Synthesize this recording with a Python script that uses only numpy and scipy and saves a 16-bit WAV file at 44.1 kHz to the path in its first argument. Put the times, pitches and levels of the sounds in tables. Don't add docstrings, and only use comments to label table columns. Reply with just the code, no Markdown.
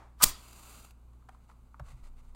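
import sys
import numpy as np
from scipy import signal
from scipy.fft import rfft, irfft
from scipy.io import wavfile
from scipy.ndimage import uniform_filter1d

SR = 44100
rng = np.random.default_rng(int(sys.argv[2]) if len(sys.argv) > 2 else 0)


def decibels_to_gain(level_db):
    exponent = np.asarray(level_db, float) / 20
    return 10 ** exponent


def materialize(psi):
    bounded = np.clip(np.atleast_2d(psi).T, -1, 1)
    quanta = np.round(bounded * 32767).astype(np.int16)
    wavfile.write(sys.argv[1], SR, quanta)


N = 103635
T = np.arange(N) / SR


def noise():
    return rng.standard_normal(N)


def evened(x):
    return x / np.sqrt(np.mean(x ** 2) + 1e-30)


def read(points, hz):
    f, value = np.transpose(points)
    return np.interp(np.log(hz + 1), np.log(f + 1), value)


def coloured(x, points, extra=0):
    hz = np.fft.rfftfreq(N, 1 / SR)
    low_cut = np.minimum(hz / points[0][0], 1) ** 2
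    gain = decibels_to_gain(read(points, hz)) * low_cut * (hz < 16000) * (1 + extra)
    return evened(irfft(rfft(x) * gain, N))


def level(curve):
    s, db = np.transpose(curve)
    return decibels_to_gain(np.interp(T, s, db, left=-150, right=-150))


def ring(start, hz, db, t60, rise=0.0049):
    t = np.maximum(T - start, 0)
    return decibels_to_gain(db - 60 * t / t60) * (1 - np.exp(-(t / rise) ** 2)) * np.sin(2 * np.pi * hz * t)


def burst(start, fall, rise=0.000597):
    t = np.maximum(T - start, 0)
    return (1 - np.exp(-(t / rise) ** 2)) * np.exp(-t / fall)


def arch(start, length):
    return np.sin(np.pi * np.clip((T - start) / length, 0, 1)).clip(0)


def grains(per_s, spread_db):
    size = decibels_to_gain(spread_db * np.minimum(rng.exponential(1, N), 4)) * noise()
    return size * (rng.random(N) < per_s / SR)


def resonate(x, hz, width):
    turn = np.exp(2j * np.pi * hz * T)
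    r = np.exp(-np.pi * width / SR)
    return 2 * (turn * signal.lfilter([1 - r], [1, -r], x / turn)).real


def resonate_twice(x, hz, width):
    return resonate(resonate(x, hz, width), hz, width)


def slow(span):
    size = max(int(span * SR), 2)
    return evened(uniform_filter1d(uniform_filter1d(noise(), size), size))


# pitch_hz, width_hz, depth (0 to 1)
PATH_NOTCHES = [(1800, 400, .6), (3300, 300, .5), (5400, 500, .65), (10500, 300, .65), (12100, 300, .65)]


def shadowed(x):
    hz = np.fft.rfftfreq(N, 1 / SR)
    dips = [1 - min(depth, .95) / (1 + (2 * (hz - f) / w) ** 2) for f, w, depth in PATH_NOTCHES]
    return irfft(rfft(x) * np.prod(dips, axis=0), N)


# pitch_hz, time_to_fall_60_db_s
ROOM_FADE = [(200, .35), (1000, .45), (4000, .38), (12000, .16)]


def room(x):
    late = rng.standard_normal(SR) * (np.arange(SR) > 300)
    hz, t, z = signal.stft(late, SR, nperseg=256)
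    tail = signal.istft(z * decibels_to_gain(-60 * t / read(ROOM_FADE, hz)[:, None]), SR, nperseg=256)[1]
    return signal.fftconvolve(x, tail / np.linalg.norm(tail))[:N]


# pitch_hz, level_db (rms)
HUM_TONES = [(59.2, -56.5), (118.4, -69), (177.6, -82.5), (242.2, -75.5)]
# pitch_hz, level_db (per Hz)
HISS_TONE = [(60, -2), (200, -11.5), (570, -23), (1100, -19.5), (2000, -32), (5500, -39.5), (7800, -37.5),
             (15600, -43)]
# pitch_hz, level_db (per Hz)
ECHO_TONE = [(180, -46), (300, -8), (493, -11), (851, -2), (1940, -14), (3040, -25), (8200, -33),
             (15600, -54)]


def background():
    hum = 0
    for hz, db in HUM_TONES:
        waver_db = 1.6 * slow(span=0.089)
        hum = hum + decibels_to_gain(db + 3 + waver_db) * np.cos(2 * np.pi * hz * T + rng.uniform(0, 2 * np.pi))
    hiss_db = -65.5 - 2 * (T < .222)
    hiss = decibels_to_gain(hiss_db) * shadowed(coloured(noise(), HISS_TONE))
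    rumble = decibels_to_gain(-64) * evened(resonate_twice(noise(), hz=28, width=20))
    echo = decibels_to_gain(-55.5 - 136.5 * T) * coloured(noise(), ECHO_TONE)
    return hum + hiss + rumble + echo


# start_s, length_s, pitch_hz, level_db
LANDING = [
    (1.8004, .036, 130, -42),
    (1.806, .036, 64, -40),
]
# start_s, pitch_hz, level_db, time_to_fall_60_db_s
TABLE_SWAY = [
    (1.841, 48, -46, 0.26),
    (1.866, 28, -45, 0.62),
    (1.923, 124, -44, 0.19),
    (1.94, 42, -44, .3),
    (2.023, 23, -41, 1.5),
    (2.27, 21, -46, 1.7),
]


def table():
    thump = 0
    for s, length, hz, db in LANDING:
        thump = thump + decibels_to_gain(db) * arch(s, length) * np.sin(2 * np.pi * hz * (T - s))
    return thump + sum(ring(*row) for row in TABLE_SWAY)


# start_s, level_db (peak), pitch_hz, brightness_db
KNOCKS = [(1.133, -67, 1110, -8), (1.223, -59.5, 1080, -34.5), (1.287, -44.5, 866, -20.5),
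          (1.29, -44.5, 790, -18), (1.346, -50, 1010, -26), (1.491, -54, 765, -14.5),
          (1.497, -50, 950, -23), (1.514, -53, 1069, -21), (1.742, -42, 1075, -46.5),
          (1.7952, -41.5, 1254, -17.5), (1.797, -40.5, 700, -45), (2.287, -77.5, 688, -8.5)]
# start_s, length_s, level_db
SLIDES = [
    (1.309, 0.056, -71.5),
    (1.402, 0.062, -74),
    (1.476, 0.062, -69),
    (1.839, 0.11, -61.5),
    (1.949, 0.074, -69.5),
    (2.026, 0.0667, -63),
    (2.16, 0.055, -67.5),
    (2.227, 0.091, -71.5),
]
# pitch_hz, level_db (per Hz)
CARDBOARD_TONE = [(240, -26), (400, -14), (1230, -5), (1720, -14.5), (1940, -6.5), (2370, -15),
                  (6040, -20.5), (8210, -19), (15600, -34)]


def handling():
    thud_noise = noise()
    tick = coloured(noise(), CARDBOARD_TONE)
    tick_s = .004
    out = decibels_to_gain(-52) * tick * burst(2.3482, tick_s)
    for s, db, hz, bright_db in KNOCKS:
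        knock = thud_noise * burst(s, fall=.004, rise=.0008)
        body = resonate_twice(knock, hz, 330)
        body = body + .4 * resonate_twice(knock, 1180, 260)
        bright = decibels_to_gain(bright_db + 6) * tick * burst(s, tick_s)
        out += decibels_to_gain(db) * (body / abs(body).max() + bright)
    slide = sum(decibels_to_gain(db) * np.sqrt(arch(s, length)) for s, length, db in SLIDES)
    rustle = shadowed(coloured(grains(per_s=14000, spread_db=0.82), CARDBOARD_TONE))
    return out + slide * rustle * decibels_to_gain(1.5 * slow(span=.008))


# time_s, level_db
BURNING = [
    (.25, -48),
    (.36, -59.5),
    (.46, -58.5),
    (.70, -54),
    (.80, -56),
    (.812, -58.5),
    (.845, -59),
    (.908, -67.5),
    (.925, -81),
]
# pitch_hz, level_db (per Hz)
FIZZ_TONE = [(88, -45.5), (150, 1), (501, -6), (1250, -2), (1740, -8), (2660, -6.5), (5260, -12),
             (7040, -8.5), (15600, -15)]
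# pitch_hz, width_hz, level_db
REFLECTIONS = [(1340, 390, -5.5), (2670, 67, -1.5), (4260, 140, -8), (4784, 86, 1), (7260, 350, -3.5),
               (8500, 120, -7.5), (8410, 130, -1.5), (9730, 120, -22), (11300, 490, -5.5), (13100, 46, -10)]
# start_s, level_db (peak)
SPIT_TIMES = [
    (0.4834, -46),
    (0.5294, -44),
    (0.6938, -42),
    (0.8474, -42.5),
    (0.9074, -43),
]


def flare():
    hz = np.fft.rfftfreq(N, 1 / SR)
    loudest_db = np.max(read(FIZZ_TONE, hz))
    peaks = 0
    for f, width, db in REFLECTIONS:
        height = decibels_to_gain(db - loudest_db - read(FIZZ_TONE, f))
        peaks = peaks + height / np.sqrt(1 + (2 * (hz - f) / width) ** 4)
    hiss = coloured(noise(), FIZZ_TONE, decibels_to_gain(-7.5) * peaks)
    spits = sum(decibels_to_gain(db - 10.5) * burst(s, fall=.003) for s, db in SPIT_TIMES)
    flicker = decibels_to_gain(slow(span=.006))
    return hiss * (level(BURNING) * flicker + spits)


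# time_s, level_db
PRESSURE = [
    (.21, -53),
    (.222, -40),
    (.2235, -24.5),
    (.2295, -23),
    (.231, -14),
    (.2352, -18),
    (.237, -8.5),
    (.241, -9),
    (.2465, -29),
]
# pitch_hz, level_db
GRIT_TONE = [(150, -14), (450, -19), (1100, -11), (2200, -10), (4600, -6), (8300, -2), (10400, -7),
             (14300, -5)]
# pitch_hz, level_db
APPROACH_TONE = [(700, -14), (1100, 0), (2500, -6), (5000, -10), (15000, -24)]
# start_s, level_db
STICK_SLIPS = [
    (.2025, -36),
    (.2095, -29),
    (.2128, -26),
    (.2168, -28),
    (.2208, -26),
    (.2265, -32),
    (.2375, -29),
    (.2565, -32),
]
# pitch_hz, level_db, time_to_fall_60_db_s
BOX_TONES = [(800, -9, .025), (1050, 0, .028), (1200, 3, .028), (1400, -4, .025), (1730, -12, .02),
             (2400, -18, .02)]


def strike():
    start_s, start_db = PRESSURE[0]
    before = (T < start_s) * decibels_to_gain(start_db) * np.exp(-np.maximum(start_s - T, 0) / .008)
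    afterburn = (T > .2465) * decibels_to_gain(-39) * np.exp(-np.maximum(T - .294, 0) / .012)
    push = level(PRESSURE) + before + afterburn
    grit = push * coloured(grains(per_s=24000, spread_db=1.5), GRIT_TONE)
    approach = decibels_to_gain(-40) * np.exp(-abs(T - .222) / .0095) * coloured(noise(), APPROACH_TONE)

    box = 0
    for s, db in STICK_SLIPS:
        for hz, mode_db, t60 in BOX_TONES:
            box = box + ring(s, hz, db + mode_db, t60, rise=.0012)

    pop = ring(.232, hz=310, db=-27, t60=.05)
    gust = decibels_to_gain(-34) * burst(.228, fall=.035, rise=.005) * evened(resonate_twice(noise(), hz=70, width=160))
    puff = gust - ring(.248, hz=16, db=-25, t60=.25)
    return grit + approach + pop, box, puff


def scene():
    scrape, box, puff = strike()
    near = scrape + shadowed(flare()) + handling()
    echoes = decibels_to_gain(-17.5) * room(near + decibels_to_gain(-0.5) * box)
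    return (near + box + echoes + puff + table() + background())[None]


def top_cut(x):
    return signal.sosfilt(signal.butter(12, 15780, fs=SR, output="sos"), x)


def record(dry):
    knee = 1.5
    mix = knee * np.tanh(dry / knee)
    return top_cut(mix)


dry = scene()
out = record(dry)
materialize(out)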